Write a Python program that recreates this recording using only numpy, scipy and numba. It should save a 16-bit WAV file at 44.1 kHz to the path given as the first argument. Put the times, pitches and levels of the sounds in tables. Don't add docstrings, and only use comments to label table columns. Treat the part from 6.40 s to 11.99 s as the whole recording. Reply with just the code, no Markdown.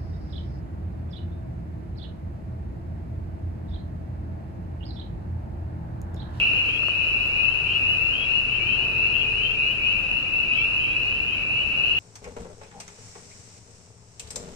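import sys
import numpy as np
from scipy import signal
from scipy.fft import rfft, irfft, next_fast_len
from scipy.io import wavfile
from scipy.ndimage import uniform_filter1d
from numba import njit

SR = 44100
rng = np.random.default_rng(int(sys.argv[2]) if len(sys.argv) > 2 else 0)


def level_to_linear(level):
    exponent = np.asarray(level, float) / 20
    return 10 ** exponent


def store_pcm(level_fs):
    pcm = np.round(np.clip(level_fs, -1, 1) * 32767).astype(np.int16)
    wavfile.write(sys.argv[1], SR, np.atleast_2d(pcm).T)


N = 246519
TIME = np.arange(N) / SR

# (time [s], level [dB], left minus right [dB])
CHORUS_LEVEL = [(0, -21, 2), (.4, -26.5, 7), (.8, -23.5, 4.5), (1.201, -25.5, 4), (1.6, -27, 3.5),
                (1.999, -26, 4.5), (2.4, -25.5, 5), (2.8, -23.5, 3), (3.199, -27, 3), (3.6, -27, 2.5),
                (4, -26.5, 3), (4.398, -24.5, 0.5), (4.8, -27, 2.5), (5.2, -27, 0), (5.6, -22.5, 3.5)]
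GLIDE_RATES = [1600, 1850, 2050]


def walk(rate):
    knots = np.repeat(rng.standard_normal(int(N / SR * rate) + 2), 16)
    smooth = 1.3 * uniform_filter1d(uniform_filter1d(knots, 16), 16)
    return np.interp(TIME * rate * 16, np.arange(len(smooth)), smooth)


def sides(pan_db):
    return level_to_linear(np.array([pan_db, -pan_db]) / 2)


def unit(x):
    return x / np.sqrt(np.mean(x ** 2))


def field(load):
    # (frequency [Hz], level [dB per Hz])
    noise_floor = [(25, -65.5), (60, -62.5), (130, -65.5), (300, -71.5), (500, -73), (900, -77), (1400, -76),
                   (2100, -82), (3300, -87.5), (4100, -90.5),
                   (5000, -92), (7000, -97.5), (10000, -102.5), (12000, -104.5), (15500, -108)]
    # (frequency [Hz], side over mid [dB])
    stereo_width = [(25, -5), (100, -5.5), (500, -5.5), (1500, -2.5), (4000, -2), (8500, -1.5), (13000, 3)]
    size = next_fast_len(N)
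    f = np.maximum(np.fft.rfftfreq(size, 1 / SR), 1)
    hz, db = np.transpose(noise_floor)
    colour = level_to_linear(np.interp(np.log(f), np.log(hz), db)) * np.sqrt(SR / 2) * (f > 18)
    noise = rfft(rng.standard_normal((2, size))) * colour
    width_hz, width_db = np.transpose(stereo_width)
    out = 0
    swell = walk(3.9)
    for centre in 20 * 2 ** np.arange(0, 10, .5):
        band = np.cos(np.pi / 2 * np.clip(2 * np.log2(f / centre), -1, 1)) ** 2
        mid, side = irfft(noise * band, size)[:, :N]
        wide = level_to_linear(np.interp(np.log(centre), np.log(width_hz), width_db))
        drift = level_to_linear(.5 * swell + 0.47 * walk(4.1))
        if 150 < centre < 2000:
            drift = drift * load ** 0.29
        lean_db = -2.2 if centre < 2000 else 1.5 if centre < 4500 else -.8
        ports = np.array([mid + wide * side, mid - wide * side]) / np.sqrt(1 + wide ** 2)
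        out = out + drift * sides(lean_db)[:, None] * ports
    return out


def diesel():
    # (time [s], firing-cycle rate [Hz], load [dB])
    throttle = [(0, 32.9, 1.5), (0.297, 32.88, 0.5), (.6, 32.3, 0.5), (1.201, 33.1, 0.5), (2, 33.07, -0.5),
                (2.301, 37.32, 4.5), (2.48, 39.93, 5.5), (2.72, 40, 3.5), (2.9, 38.49, 3),
                (3.3, 34.55, -2.5), (3.7, 31.85, 2), (4.1, 33, -1), (5.6, 34.71, -1.5)]
    # (multiple of the cycle rate, level [dB])
    orders = [(1, -48.5), (2, -49.5), (3, -49), (4, -59), (5, -60), (6, -62), (9, -57.5), (10, -62),
              (11, -62), (22, -75), (23, -75)]
    # (frequency [Hz], level [dB])
    pumps = [(130, -53.5), (151, -62.5), (436, -58)]
    # (frequency [Hz], width [Hz], lift [dB])
    stack = [(98, 12, 5), (395, 35, 6), (900, 45, 16.5)]
    when, hz, load_db = np.transpose(throttle)
    rate = np.interp(TIME, when, hz)
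    turn = 2 * np.pi * np.cumsum(rate * (1 + .002 * walk(6))) / SR
    load = level_to_linear(np.interp(TIME, when, load_db))
    tones, hums = np.zeros(N), np.zeros(N)
    for multiple, db in orders:
        lift_db = sum(peak_db * np.exp(-((multiple * rate - centre_hz) / width_hz) ** 2)
                      for centre_hz, width_hz, peak_db in stack)
        level = level_to_linear(db + 1.0 + lift_db + 2.5 * walk(4))
        tones += level * np.sin(multiple * turn + 1.47 * walk(4))
    for pump_hz, db in pumps:
        level = level_to_linear(db + 2.5 + 3.6 * walk(1.8))
        hums += level * np.sin(2 * np.pi * pump_hz * TIME + 2.22 * walk(6))
    return (tones * load + hums) * sides(-2.3)[:, None], load


def ticks():
    # (time [s], click level [dB], knock level [dB], contact [s])
    touches = [
        (.001, -55, -60, .003),
        (.2894, -59, -43, .009),
        (.4325, -62, -38, .002),
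        (.4846, -44, -33, .0006),
        (.6894, -59, -60, .007),
        (.855, -56, -50, .014),
        (3.325, -60, -52, .006),
        (3.815, -61, -55, .005),
    ]
    out = np.zeros((2, N))
    t = np.arange(SR // 10) / SR
    bright = signal.butter(1, [5000 / (SR / 2), 15000 / (SR / 2)], "band")
    shell = np.sin(2 * np.pi * 1120 * t) + 0.64 * np.sin(2 * np.pi * 620 * t)
    knock = shell * np.exp(-t / 0.0014) * np.clip(t / .0003, 0, 1)
    for s, click_db, knock_db, contact in touches:
        scrape = signal.lfilter(*bright, rng.standard_normal((2, len(t))))
        click = scrape * t / contact * np.exp(1 - t / contact)
        at = int(s * SR)
        out[:, at:at + len(t)] += level_to_linear(click_db) * click + level_to_linear(knock_db + 12.5) * knock
    return out


@njit
def add_peep(out, at, size, hz, rise_hz, bend, swell, close, gains, start):
    half = 0.
    for i in range(size):
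        u = i / size
        half += np.pi * (hz + rise_hz * ((1 + bend) * u - bend * u * u)) / SR
        opening = np.sin(np.pi / 2 * min(u / swell, 1.))
        closing = np.sin(np.pi / 2 * min((1 - u) / close, 1.))
        turn = np.exp(1j * half)
        step = opening * closing * turn
        for m in range(4):
            out[0, at + i] += gains[0, m] * (step * start[0, m]).imag
            out[1, at + i] += gains[1, m] * (step * start[1, m]).imag
            step *= turn


def whistle(peeps):
    throat = [-37, -3.5, -35.5, -45]
    bend, swell, close = .3, .36, .13
    lag_s, scatter_s = .0002, .00009
    early = .15
    lead = SR // 2
    out = np.zeros((2, N + 2 * lead))
    chances = rng.standard_normal((len(peeps), 3))
    for (s, length, hz, rise_hz, db, pan_db), chance in zip(peeps, chances):
        late = 2 * np.pi * hz * (lag_s + scatter_s * chance[1])
        phase = 10 * chance[0] - np.array([late, 0])
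        start = np.exp(.5j * np.outer(phase, np.arange(1, 5)))
        partials = level_to_linear(np.array(throat) + 2.2 * chance[2] * np.array([1, 0, 1, 1]))
        gains = level_to_linear(db) * np.outer(sides(pan_db), partials)
        s -= early * length
        length *= 1 + early
        hz -= early * 1.2955 * rise_hz
        rise_hz *= 1 + early * 1.316
        at = lead + int(s * SR)
        add_peep(out, at, int(length * SR), hz, rise_hz, bend, swell, close, gains, start)
    return out[:, lead:lead + N]


def crowd(count=1100):
    c = np.clip(rng.standard_normal((count, 5)).T, -2.3, 2.3)
    s = (np.arange(count) + rng.random(count)) * (N / SR + .2) / count - .2
    length = 0.1406 + .02 * c[0]
    hz = 2550 + 105 * c[1]
    rise_hz = length * (1800 + 300 * c[2])
    peep_db = 3 * c[3] - 1.2 * c[1] ** 2
    far = whistle(np.transpose([s, length, hz, rise_hz, peep_db, 4.3 * c[4]]))
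    when, db, pan_db = np.transpose(CHORUS_LEVEL)
    return unit(far) * level_to_linear(np.interp(TIME, when, db)) * sides(np.interp(TIME, when, pan_db))


def neighbours(count=70):
    c = np.clip(rng.standard_normal((count, 4)).T, -2, 2)
    s = (np.arange(count) + rng.random(count)) * N / SR / count
    length = .145 + 0.023 * c[0]
    hz = 2500 + 65 * c[1]
    db = -29.5 + 2.1 * c[2]
    return whistle(np.transpose([s, length, hz, GLIDE_RATES[1] * length, db, 2.8 + 5.5 * c[3]]))


def near():
    # (time [s], length [s], start pitch [Hz], peak level [dB])
    big_frogs = [(.005, .175, 2287, -31), (0.104, 0.21, 2355, -29), (.332, .15, 2190, -42),
                 (0.518, 0.13, 2385, -34.5), (.756, .17, 2310, -33), (0.897, .11, 2294, -34),
                 (1.219, .2, 2279, -38), (1.263, .09, 2346, -30), (1.609, 0.15, 2325, -32),
                 (1.833, 0.15, 2336, -35), (1.848, .1, 2236, -41), (2.079, 0.13, 2320, -28),
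                 (2.203, 0.12, 2300, -25), (2.422, 0.12, 2338, -42), (2.64, 0.18, 2322, -32),
                 (2.986, .12, 2290, -35), (3.172, .15, 2358, -32), (3.22, 0.16, 2310, -27.5),
                 (3.392, .12, 2266, -33), (3.482, 0.15, 2213, -43), (3.558, .13, 2290, -36),
                 (3.856, 0.21, 2332, -32), (4.029, 0.17, 2318, -32.5), (4.177, .11, 2284, -25.5),
                 (4.314, .175, 2327, -33.5), (4.437, 0.15, 2273, -33), (4.943, 0.22, 2171, -39),
                 (5.024, .12, 2272, -29.5), (5.17, .11, 2304, -34), (5.327, 0.17, 2287, -29)]
    # (time [s], length [s], start pitch [Hz], peak level [dB])
    middle_frogs = [(.005, 0.11, 2562, -18), (0.209, 0.12, 2613, -22), (0.373, .15, 2678, -21),
                    (0.906, 0.16, 2533, -27), (0.981, 0.13, 2444, -21), (1.254, 0.14, 2650, -19),
                    (1.377, 0.17, 2383, -22), (1.414, 0.14, 2690, -18), (1.562, 0.16, 2518, -19),
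                    (1.84, .11, 2580, -26), (1.886, .12, 2710, -19.5), (2.268, 0.16, 2474, -24.5),
                    (2.482, .14, 2460, -29), (2.561, 0.14, 2506, -19), (2.575, .14, 2644, -23.5),
                    (2.821, .16, 2400, -28), (3.156, .14, 2391, -21), (3.192, .14, 2692, -20.5),
                    (3.406, 0.086, 2666, -24), (3.433, 0.14, 2420, -21.5), (3.43, .16, 2513, -21.5),
                    (3.618, 0.19, 2435, -24), (3.904, .12, 2573, -20.5), (4.067, 0.17, 2416, -21),
                    (4.155, 0.11, 2541, -19), (4.49, .13, 2456, -20.5), (4.658, .11, 2470, -22),
                    (5.085, 0.16, 2683, -21.5), (5.424, .11, 2693, -20.5), (5.484, .12, 2597, -25)]
    # (time [s], length [s], start pitch [Hz], peak level [dB])
    small_frogs = [(0.063, 0.13, 2804, -33.5), (0.277, .11, 3060, -33), (0.538, 0.13, 2760, -30.5),
                   (0.973, 0.14, 2704, -26.5), (1.27, .1, 3060, -38), (1.261, 0.087, 2930, -32),
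                   (1.646, 0.13, 2725, -25), (1.728, 0.13, 3050, -29.5), (1.839, .11, 2860, -39.5),
                   (2.193, .14, 2808, -32.5), (2.343, 0.12, 2740, -22.5), (2.734, 0.097, 3078, -33),
                   (2.951, 0.13, 2846, -23.5), (2.992, 0.14, 2995, -37), (3.037, .12, 2890, -37),
                   (3.444, 0.096, 2782, -23), (3.545, .1, 2827, -33), (3.676, 0.093, 2808, -29),
                   (3.963, 0.095, 2697, -33), (4.121, 0.097, 2870, -27), (4.123, .12, 3140, -36),
                   (4.322, 0.16, 2880, -36.5), (4.398, 0.16, 2985, -40), (4.753, 0.22, 2718, -36.5),
                   (5.197, .1, 2810, -32), (5.483, .11, 3060, -44.5)]
    seats_db = [-0.5, 1, 5]
    spread_db = 3.5
    when, _, pond_db = np.transpose(CHORUS_LEVEL)
    rows = []
    for frogs, glide, seat_db in zip((big_frogs, middle_frogs, small_frogs), GLIDE_RATES, seats_db):
        s, length, hz, db = np.transpose(frogs)
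        pan_db = np.interp(s, when, pond_db) + seat_db + spread_db * rng.standard_normal(len(s))
        rows.append(np.transpose([s, length, hz, glide * length, db, pan_db]))
    return whistle(np.vstack(rows))


def treeline(x, t60=0.2, wet_db=-7):
    t = np.arange(SR // 3) / SR
    tail = rng.standard_normal((2, len(t))) * level_to_linear(-60 * t / t60) * (t > .004)
    tail /= np.sqrt(np.sum(tail ** 2) / 2)
    return x + level_to_linear(wet_db) * signal.fftconvolve(x, tail, axes=1)[:, :N]


def scene():
    engine, load = diesel()
    background = engine + field(load)
    frogs = crowd() + neighbours() + level_to_linear(-1.0) * near()
    return background + ticks() + treeline(frogs)


def top_cut(x):
    return signal.sosfilt(signal.butter(12, 15740, fs=SR, output="sos"), x)


def record(dry):
    return top_cut(dry)


dry = scene()
out = record(dry)
store_pcm(out)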